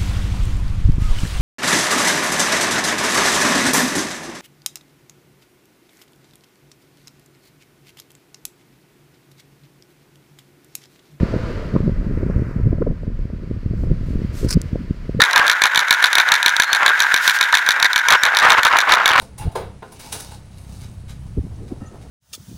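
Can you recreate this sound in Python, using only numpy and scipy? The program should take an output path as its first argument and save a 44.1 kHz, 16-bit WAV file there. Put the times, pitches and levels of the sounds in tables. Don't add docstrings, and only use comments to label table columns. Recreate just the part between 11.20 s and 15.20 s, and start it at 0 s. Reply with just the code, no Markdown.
import sys
import numpy as np
from scipy import signal
from scipy.fft import rfft, irfft
from scipy.io import wavfile
from scipy.ndimage import uniform_filter1d

SR = 44100
rng = np.random.default_rng(int(sys.argv[2]) if len(sys.argv) > 2 else 0)


def int16_out(signal):
    q = np.round(np.clip(np.atleast_2d(signal).T, -1, 1) * 32767)
    wavfile.write(sys.argv[1], SR, q.astype(np.int16))


N = 176400


def undb(db):
    return 10 ** (np.asarray(db) / 20)


def times():
    return np.arange(N) / SR


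def unit(x):
    return x / np.sqrt(np.mean(x ** 2))


def fader(rows):
    return undb(np.interp(times(), *np.array(rows).T))


def bell(at_s, half_s):
    return np.exp(-.5 * ((times() - at_s) / half_s) ** 2)


def walk(rate):
    step = int(SR / rate)
    held = np.repeat(rng.standard_normal(N)[:N // step + 1], step)
    return uniform_filter1d(held, step)[:N]


def colour(x, points):
    size = 2 * N
    hz, db = np.array(points).T
    bin_hz = np.arange(N + 1) * SR / size
    gain = undb(np.interp(np.log(bin_hz + 1), np.log(hz), db))
    cepstrum = irfft(np.log(gain))
    cepstrum[1:N] *= 2
    cepstrum[N + 1:] = 0
    return irfft(rfft(x, size) * np.exp(rfft(cepstrum)))[:N]


def noise(tone):
    return unit(colour(rng.standard_normal(N), tone))


def band(x, hz, width):
    return signal.lfilter(*signal.iirpeak(hz, hz / width, fs=SR), x)


def add(out, start_s, sound):
    i = int(start_s * SR)
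    a, b = max(i, 0), min(i + len(sound), N)
    if b > a:
        out[a:b] += sound[a - i:b - i]


# t/s, level/dB
GUST_LEVEL = [(0, -30.5), (.3, -33), (.5, -31), (.68, -26), (.78, -26), (1.15, -26), (1.3, -27),
              (1.45, -23.5), (1.65, -25), (1.8, -28), (2.25, -31), (2.5, -27.5), (2.72, -22.5),
              (2.87, -28.5), (3.3, -27.5), (3.42, -30.5), (3.8, -34), (4, -30.5)]
# f/Hz, level/dB
RUMBLE_TONE = [(12, -17), (28, 5.5), (50, -0.5), (100, -3.5), (200, -12), (400, -30), (700, -36),
               (1500, -56), (4000, -98)]


def rumble(gust):
    lift_db, flicker_db = 3, 3
    return undb(lift_db + flicker_db * walk(rate=22)) * gust * noise(RUMBLE_TONE)


# f/Hz, level/dB
BREAKER_TONE = [(60, 6.5), (300, -0.5), (550, 0), (1000, -7.5), (1400, -11.5), (2000, -17), (3000, -24.5),
                (3600, -27.5), (4500, -25.5), (5500, -32.5), (7000, -38), (10000, -47.5), (16000, -58.5)]
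WASH_TONE = [(100, 3), (500, 3.5), (1000, 1.5), (1500, -2.5), (2000, -6), (2600, -15), (3400, -32),
             (5000, -26.5), (9000, -35), (16000, -41)]
SURF_TONE = [(100, 6), (500, 5), (1000, 2.5), (1500, 1), (2000, 0), (3000, -6), (3600, -10.5), (4600, -7.5),
             (6000, -16), (8000, -21), (11000, -26), (16000, -30)]
# t/s, level/dB
BREAKER_SWELL = [(0, -26.5), (.15, -27), (.33, -26.5), (.48, -29.5), (.6, -34), (.8, -41), (1.1, -47),
                 (1.5, -70)]
WASH_SWELL = [(.4, -41), (.7, -43.5), (.95, -39.5), (1.2, -37.5), (1.45, -42.5), (1.7, -48.5), (2.1, -50.5)]
SURF_SWELL = [(0, -47.5), (1.6, -53.5), (2.2, -51.5), (2.6, -49.5), (2.9, -46.5), (3.25, -42.5),
              (3.55, -46.5), (4, -47.5)]


def sea():
    flicker_db = .7
    layers = [(BREAKER_TONE, BREAKER_SWELL), (WASH_TONE, WASH_SWELL), (SURF_TONE, SURF_SWELL)]
    return sum(noise(tone) * fader(swell) * undb(flicker_db * walk(rate=25.07))
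               for tone, swell in layers)


def vortex(half_s, hz):
    u = np.sqrt(5) * hz * (times()[:int(2 * half_s * SR)] - half_s)
    return (5 * u ** 2 - 1) / (1 + u ** 2) ** 4


# t/s, level/dB, centre f/Hz
STRONG_EDDIES = [(.009, -10.5, 142), (.033, -1.5, 215), (0.141, -3, 380), (0.164, -6, 177),
                 (.237, -13.5, 135), (.542, -7.5, 238), (0.554, -7, 360), (.564, -1, 242), (0.605, -7, 240),
                 (0.679, -5.5, 260), (0.695, -8.5, 255), (.868, -10, 140), (.912, -10, 230),
                 (.930, -19, 137), (.976, -10, 230), (1.009, -15, 238), (1.032, -7, 283),
                 (1.065, -8.5, 199), (1.1, -6.5, 316), (1.163, -7, 110), (1.181, -12, 158),
                 (1.196, -7.5, 210), (1.222, -6.5, 220), (1.364, -10, 159), (1.4, -12, 159),
                 (1.472, -4, 170.6), (1.530, -3.5, 294), (1.585, -15, 370), (1.623, -11.5, 440),
                 (1.674, -10, 183), (1.711, -13.5, 316), (1.834, -16, 370), (1.88, -11, 163),
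                 (2.055, -19, 194), (2.102, -18.5, 445), (2.136, -15, 158), (2.313, -8, 213),
                 (2.462, -15, 130), (2.512, -13.5, 173), (2.537, -13, 260), (2.593, -18, 181),
                 (2.637, -11, 263), (2.716, -6.5, 192), (2.907, -12, 188), (2.957, -9.5, 185),
                 (3.019, -13.5, 268), (3.049, -10.5, 160), (3.248, -3.5, 227), (3.265, -9, 264),
                 (3.372, -4, 232), (3.458, -18, 123), (3.532, -9, 152), (3.558, -5, 333), (3.710, -6, 176),
                 (3.895, -8, 270), (3.949, -10, 232)]
# f/Hz, level/dB
WAKE_TONE = [(20, -13.5), (80, -4.5), (160, 2.5), (300, -4), (480, -7.5), (650, -17), (900, -31),
             (2000, -61.5)]


def eddies(gust):
    half_s, wake_db, wake_half_s = .03, -14.5, .0093
    small_per_s, small_hz, spread_octaves = 30, 195.4, 1.12
    churn = gust / gust.max() * noise(WAKE_TONE)
    out = churn * sum(undb(db + wake_db) * bell(s, wake_half_s) for s, db, _ in STRONG_EDDIES)
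    for s, db, hz in STRONG_EDDIES:
        add(out, s - half_s, undb(db) * vortex(half_s, hz))
    for when, strength, pitch in rng.random((int(small_per_s * N / SR), 3)):
        gain = gust[int(when * N)] * undb(6 + 3 * strength)
        hz = small_hz * 2 ** (spread_octaves * (pitch - .5))
        add(out, when * N / SR - half_s, gain * vortex(half_s, hz))
    return out


# f/Hz, level/dB
PORT_TONE = [(10, -17), (40, 14.5), (300, -3), (550, -2), (750, -3.5), (1000, -6.5), (1600, -8),
             (4000, -23)]


def port(pressure):
    return colour(pressure, PORT_TONE)


# t/s, level/dB, centre f/Hz
PORT_CRACKS = [(.140, -37, 850), (0.564, -15.5, 980), (1.530, -33, 900), (1.624, -22, 1020),
               (1.672, -26, 720), (2.637, -26.5, 680)]


def cracks():
    half_s, width_hz = .003, 594
    air, out = rng.standard_normal(N), np.zeros(N)
    for s, db, hz in PORT_CRACKS:
        burst = air
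        for _ in range(3):
            burst = band(burst, hz, width_hz)
        out += undb(db) / 2 * bell(s, half_s) * unit(burst)
    return out


# t/s, length/s, level/dB, first f/Hz, last f/Hz
VORTEX_TRAINS = [(.620, 0.078, -17, 243, 137.7), (1.025, 0.017, -21.5, 393, 420),
                 (1.415, 0.083, -21, 88.6, 128.6), (1.470, 0.066, -34, 247, 196),
                 (1.601, 0.033, -13, 384.5, 500), (1.663, 0.02, -14.5, 457, 317),
                 (1.680, 0.05, -22.5, 154, 158), (2.700, 0.051, -19.5, 137, 177),
                 (3.228, 0.015, -19, 353, 270), (3.350, 0.0327, -9, 139.4, 232),
                 (3.588, 0.035, -23.5, 220, 218), (3.960, 0.031, -21.5, 193, 190),
                 (3.990, 0.019, -11, 445, 490)]


def flutters():
    out = np.zeros(N)
    wobble = 1 + .22 * walk(rate=250)
    flicker = undb(2.16 * walk(rate=150))
    for s, length, db, first_hz, last_hz in VORTEX_TRAINS:
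        n, i = int(length * SR), int(s * SR)
        hz = np.linspace(first_hz, last_hz, n) * np.roll(wobble, -i)[:n]
        envelope = undb(db) * signal.windows.tukey(n, .5) * np.roll(flicker, -i)[:n]
        add(out, s, envelope * np.sin(2 * np.pi * np.cumsum(hz) / SR))
    return out


def grains(per_s, tone):
    clicks = (rng.random(N) < per_s / SR) * rng.choice([-1, 1], N)
    size_db = 3 * np.minimum(rng.exponential(size=N), 4)
    return unit(colour(clicks * undb(size_db), tone))


# t/s, attack/s, hold/s, release/s, level/dB
BOUNCES = [(2.552, 0.05, .03, 0.071, -59.5), (2.808, 0.079, 0.05, .03, -58.5),
           (3.121, 0.048, 0.037, 0.059, -41.5), (3.235, .012, 0.0094, .02, -43.5),
           (3.46, .015, .015, .02, -66)]
# f/Hz, level/dB
BRUSH_TONE = [(1000, 4.5), (3000, -5), (4500, 1), (8000, -1), (10000, -5.5), (13000, -6), (16000, -15)]


def sand_brush():
    contact = sum(undb(db) * np.interp(times(), s + np.cumsum([0, attack, hold, release]), [0, 1, 1, 0])
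                  for s, attack, hold, release, db in BOUNCES)
    return contact * grains(per_s=9000, tone=BRUSH_TONE)


# t/s, level/dB
SCRAPE_PRESSURE = [(3.268, -65), (3.276, -50), (3.285, -43), (3.292, -32.5), (3.299, -39), (3.306, -26),
                   (3.313, -26), (3.3185, -29), (3.322, -33), (3.331, -29), (3.343, -30), (3.348, -63),
                   (3.356, -86)]
# f/Hz, level/dB
SCRAPE_TONE = [(700, -16), (1200, -1), (2200, -1.5), (3300, -13.5), (4200, 1.5), (5000, 10.5), (5800, 4.5),
               (6600, -0.5), (8000, -1), (10000, -0.5), (12000, -13), (13800, -9), (16000, -23)]


def housing_scrape():
    skid_db, skid_half_s = -7, .00055
    touching = (times() > SCRAPE_PRESSURE[0][0]) & (times() < SCRAPE_PRESSURE[-1][0])
    skids = sum(undb(db + skid_db) * bell(s, skid_half_s) for s, db, _, _ in SPINE_SNAPS)
    return touching * (fader(SCRAPE_PRESSURE) + skids) * grains(per_s=5000, tone=SCRAPE_TONE)


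def tap(modes):
    t = times()[:SR // 20]
    y = sum(undb(db) * np.sin(2 * np.pi * hz * t) * 1000 ** (-t / t60) for hz, db, t60 in modes)
    return y / np.abs(y).max()


# t/s, level/dB, ring level/dB re the snap, knock level/dB re the snap
SPINE_SNAPS = [(3.2745, -39, -5, 3), (3.2877, -31, 6, -5), (3.2908, -28, 9, -2), (3.2936, -30, 6, 1),
               (3.3074, -16, 3, -4), (3.3126, -12, -10, -11), (3.3278, -17, 9, -12),
               (3.4166, -12, -18, -36)]
# f/Hz, level/dB
SNAP_TONE = [(1000, -26), (3000, -15), (4500, -5), (5700, 0), (7500, 0), (9000, -5), (11000, -5),
             (12300, -18), (14000, -14), (16000, -24)]
# f/Hz, level/dB, t60/s
RING_MODES = [(4600, -5, 0.0097), (5160, 10, 0.007), (5540, 1, 0.011)]
KNOCK_MODES = [(1030, 2, 0.031), (1505, 9.5, 0.013), (2210, -12, 0.0075)]


def spine_snaps():
    snap = colour(signal.unit_impulse(N), SNAP_TONE)[:SR // 20]
    snap /= np.abs(snap).max()
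    ring, knock = tap(RING_MODES), tap(KNOCK_MODES)
    out = np.zeros(N)
    for s, db, ring_db, knock_db in SPINE_SNAPS:
        add(out, s, undb(db) * (snap + undb(ring_db) * ring + undb(knock_db) * knock))
    return out


def scene():
    gust = fader(GUST_LEVEL)
    background = sea()
    seed_head = sand_brush() + housing_scrape() + spine_snaps()
    wind = cracks() + rumble(gust) + port(flutters() + eddies(gust))
    return (background + seed_head + wind)[None]


# f/Hz, width/Hz, depth (0-1)
MIC_DIPS = [(801, 380, 0.79), (1104, 51, .8)]


def record(dry):
    top_hz = 15750
    for hz, width, depth in MIC_DIPS:
        dry = dry - depth * band(dry, hz, width)
    return signal.sosfilt(signal.ellip(10, .2, 70, top_hz, fs=SR, output="sos"), dry)


dry = scene()
out = record(dry)
int16_out(out)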